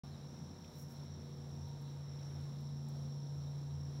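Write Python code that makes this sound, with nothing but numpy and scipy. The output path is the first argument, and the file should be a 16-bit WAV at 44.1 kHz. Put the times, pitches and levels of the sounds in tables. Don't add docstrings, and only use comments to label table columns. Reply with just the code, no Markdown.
import sys
import numpy as np
from scipy import signal
from scipy.fft import rfft, irfft, next_fast_len
from scipy.io import wavfile
from scipy.ndimage import map_coordinates

SR = 44100
rng = np.random.default_rng(int(sys.argv[2]) if len(sys.argv) > 2 else 0)


def file_out(sig):
    cols = np.atleast_2d(sig).T
    lim = np.clip(cols, -1, 1)
    pcm = np.round(lim * 32767).astype(np.int16)
    wavfile.write(sys.argv[1], SR, pcm)


N = 176400


def amp(db):
    return 10 ** (np.asarray(db) / 20)


def unit(x):
    return x / np.sqrt(np.mean(x ** 2) + 1e-20)


def seconds():
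    return np.arange(N) / SR


def fader(rows):
    return amp(np.interp(seconds(), *np.transpose(rows)))


def wobble(rate):
    return map_coordinates(rng.standard_normal(4096), [seconds() * rate + 2], mode="mirror")


def filtered(x, response):
    size = next_fast_len(N + SR // 2)
    return irfft(rfft(x, size) * response(np.fft.rfftfreq(size, 1 / SR)), size)[:N]


def noise(spectrum):
    f, db = np.transpose(spectrum)
    colour = lambda hz: amp(np.interp(np.log(hz + 1), np.log(f), db, -120, -120))
    return unit(filtered(rng.standard_normal(N), colour))


def cycles(hz):
    return np.cumsum(hz) / SR + rng.random()


def trill(hz, scatter_hz, wing_hz, db, return_gain, stroke_share=0.47, drift_hz=23.96):
    swing = lambda wing: np.sin(np.pi * np.minimum(wing % 1 / stroke_share, 1))
    wing = cycles(wing_hz * (1 + 0.0086 * wobble(2.99)))
    strokes = swing(wing) + return_gain * swing(wing + .5)
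    phase = 2 * np.pi * cycles(hz + drift_hz * wobble(3) + scatter_hz * wobble(450))
    tone = np.sin(phase) + amp(-22.5) * np.sin(2 * phase)
    unevenness_db = 1.14 * wobble(80) + 0.1 * wobble(4)
    return amp(db) * unit(strokes * tone * amp(unevenness_db))


# (carrier f/Hz, tooth scatter/Hz, wing rate/Hz, base level/dB, return gain)
NEAR_INSECTS = [(5558, 50, 54, -73, 0.44), (5550, 75, 55.3, -80, .3), (5310, 86, 53.6, -76.5, .4)]
HIGH_CRICKET = (7390, 52, 50.5, -83, 0.5)
# (t/s, relative level/dB)
INSECT_PICKUP = [(0, -0.5), (.6, -0.5), (.95, .5), (1.25, -1.5), (1.55, 0), (1.75, -6.5), (2.15, 2),
                 (2.5, 0), (3.3, 1), (3.7, -3.5), (3.95, 4.5)]

def trills(echo_db=-4.5, echo_t60_s=0.23):
    direct = sum(trill(*insect) for insect in NEAR_INSECTS)
    t = np.arange(SR // 2) / SR
    tail = rng.standard_normal(len(t)) * amp(-60 * t / echo_t60_s)
    echo = signal.fftconvolve(direct, tail / np.linalg.norm(tail))[:N]
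    return fader(INSECT_PICKUP) * (direct + amp(echo_db) * echo) + trill(*HIGH_CRICKET)


# (f/Hz, relative level/dB)
FAR_HIGH_BAND = [(4900, -31), (5200, -10.5), (5400, 6), (5620, 7), (5800, 3), (6000, -1.5), (6250, -12.5),
                 (6600, -78)]
FAR_LOW_BAND = [(2600, -38), (3200, -10), (3550, -5), (3780, -1), (3980, -0.5), (4280, -7.5), (4550, -10.5),
                (5000, -23.5)]

def far_chorus(high_db=-69, low_db=-72.5):
    high = unit(noise(FAR_HIGH_BAND) * amp(-2 * wobble(120) + 0.97 * wobble(6.94)))
    low = unit(noise(FAR_LOW_BAND) * amp(1.12 * wobble(130) + 1.1 * wobble(14)))
    return amp(high_db) * high + amp(low_db) * low


# (t/s, level/dB)
DEEP_TONE = [(0, -47.5), (.65, -63.5), (.85, -50.5), (1.2, -51.5), (1.55, -47.5), (2.3, -46), (2.9, -43.5),
             (4, -43.5)]
SECOND_TONE = [(0, -63), (.7, -64), (1.1, -60.5), (1.7, -63.5), (2.1, -66.5), (2.8, -57.5), (3.05, -56.5),
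               (3.3, -68), (4, -67)]
MID_TONE = [(0, -76), (.5, -70), (1, -71.5), (1.35, -64.5), (1.7, -76), (2.5, -77), (3, -73), (4, -78.5)]
THIN_WHINE = [(0, -85), (.55, -73.5), (.8, -76.5), (1, -74), (1.3, -85), (1.7, -68.5), (1.95, -78),
              (2.4, -77), (2.7, -72.5), (2.95, -89), (3.25, -74), (3.45, -79), (3.7, -70.5), (4, -83)]
# (f/Hz, level/dB)
HUM_LINES = [(85.5, -61), (171.5, -68.5), (285, -80.5), (480, -71.5), (513, -74.5), (598, -77.5),
             (683, -78.5), (769, -80.5), (1026, -89), (1281, -91.5), (1304, -92)]

def motor(shaft_hz=28.42, waver_hz=1.598, waver_db=2.5):
    shaft = 2 * np.pi * cycles(shaft_hz * (1 + 0.0025 * wobble(12)))
    harmonics = [(5, DEEP_TONE), (8, SECOND_TONE), (13, MID_TONE), (33, THIN_WHINE)]
    out = sum(fader(level) * unit(np.sin(order * shaft)) for order, level in harmonics)
    for hz, db in HUM_LINES:
        line = np.sin(2 * np.pi * cycles(hz + waver_hz * wobble(12)))
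        out += amp(db) * unit(line * amp(waver_db * wobble(5)))
    return out


# (f/Hz, relative level/dB)
AIR_SPECTRUM = [(60, -23), (200, -8.5), (320, 1.5), (500, -4.5), (900, -6.5), (1400, -15.5), (2000, -22),
                (2800, -23.5), (4800, -22.5), (6800, -26.5), (8500, -30.5), (10000, -30.5), (11100, -28.5),
                (12700, -34.5), (16000, -30.5)]
RUSH_SPECTRUM = [(700, -9.5), (1200, -0.5), (1700, -2), (2100, -4), (2700, -9), (3500, -12)]
# (t/s, level/dB)
RUSH_FADER = [(0, -73.5), (.5, -75.5), (1.2, -74.5), (1.7, -77.5), (2.05, -73.5), (2.3, -71), (2.6, -77),
              (3, -81), (3.4, -78), (4, -75)]

def night_air(air_db=-62.5, throb_hz=3 * 28.42, throb_depth=0.078):
    throb = 1 + throb_depth * np.sin(2 * np.pi * throb_hz * seconds())
    air = amp(air_db + 0.87 * wobble(8.1)) * noise(AIR_SPECTRUM)
    rush = fader(RUSH_FADER) * noise(RUSH_SPECTRUM)
    return throb * (air + rush)


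# (f/Hz, relative level/dB)
RUMBLE_SPECTRUM = [(20, -43), (35, -38.5), (52, -12.5), (66, -20.5), (80, -9.5), (88, 4), (100, -11),
                   (125, -10.5), (160, -13), (205, -12), (250, -14.5), (300, -33), (500, -32.5)]
BOOM_SPECTRUM = [(100, -16), (135, -22), (150, -2.5), (175, -8.5), (205, -17.5), (240, -19), (290, -12.5)]
# (t/s, level/dB)
RUMBLE_FADER = [(0, -55.5), (.45, -55.5), (.62, -60), (1, -57.5), (1.6, -56), (2.0, -55), (2.3, -52),
                (2.6, -55.5), (3.3, -54.5), (3.6, -57.5), (4, -53.5)]
BOOM_FADER = [(0, -61.5), (.5, -53), (.63, -59), (1, -55), (2, -67.5), (4, -58)]

def rumble():
    return fader(RUMBLE_FADER) * noise(RUMBLE_SPECTRUM) + fader(BOOM_FADER) * noise(BOOM_SPECTRUM)


# (peak t/s, f/Hz, peak level/dB)
RASPS = [(.122, 4150, -70), (.148, 3880, -67), (.235, 3970, -71), (.76, 3940, -69), (.96, 4120, -71),
         (2.2, 3890, -73), (3.48, 3780, -70)]

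def chirps(half_width_s=.013, scatter_hz=100):
    out = np.zeros(N)
    for peak_s, hz, db in RASPS:
        rasp = np.sin(2 * np.pi * cycles(hz + scatter_hz * wobble(600)))
        swell = np.exp(-((seconds() - peak_s) / half_width_s) ** 2)
        out += amp(db) * swell * unit(rasp)
    return out


# (t/s, relative level/dB, centre f/Hz, half-width/octaves, 60 dB decay/s)
HAND_CONTACTS = [(0.645, -59, 3200, .25, 0.017), (.644, -74, 14500, .3, .02), (1.369, -77, 15000, .2, .03),
                 (1.682, -71, 14000, .5, 0.027), (1.815, -74, 13500, .5, 0.067),
                 (2.411, -70, 7500, .4, .02), (2.607, -72, 14500, .4, .05), (2.654, -73, 13000, .3, .01),
                 (2.886, -61.5, 7500, .45, 0.019), (2.886, -71, 14000, .4, .05)]

def hand_ticks(attack_s=0.0011):
    out = np.zeros(N)
    for start_s, db, centre_hz, octaves, t60_s in HAND_CONTACTS:
        t = np.maximum(seconds() - start_s, 0)
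        band = lambda hz: 1 / (1 + (np.log2((hz + 1) / centre_hz) / octaves) ** 2)
        puff = unit(filtered(rng.standard_normal(N), band))
        attack = 1 - np.exp(-t / attack_s)
        out += 2 * amp(db - 60 * t / t60_s) * attack * puff
    return out


# (peak t/s, rise/s, fall/s, peak level/dB)
SKIN_STROKES = [(.798, 0.043, .025, -65), (.828, 0.026, 0.0094, -63.5), (.914, 0.022, .028, -67.5)]
# (f/Hz, relative level/dB)
SKIN_SPECTRUM = [(2500, -19), (6000, 1), (9000, -3.5), (12000, 3), (13500, 0), (15000, 2), (16000, 3)]

def hand_brushes(grain_db=1.3):
    out = np.zeros(N)
    for peak_s, rise_s, fall_s, db in SKIN_STROKES:
        t = seconds() - peak_s
        swell = np.exp(-np.abs(t / np.where(t < 0, rise_s, fall_s)) ** 0.76)
        hiss = unit(noise(SKIN_SPECTRUM) * amp(grain_db * wobble(400)))
        out += amp(db) * swell * hiss
    return out


def scene():
    surroundings = trills() + far_chorus() + motor() + night_air() + rumble() + chirps()
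    return (surroundings + hand_ticks() + hand_brushes())[None]


def record(dry, open_s=.036, fade_s=.003, top_hz=15800):
    fade = np.clip((seconds() - open_s) / fade_s + .5, 0, 1)
    return filtered(dry[0] * fade, lambda hz: hz < top_hz)[None]


dry = scene()
out = record(dry)
file_out(out)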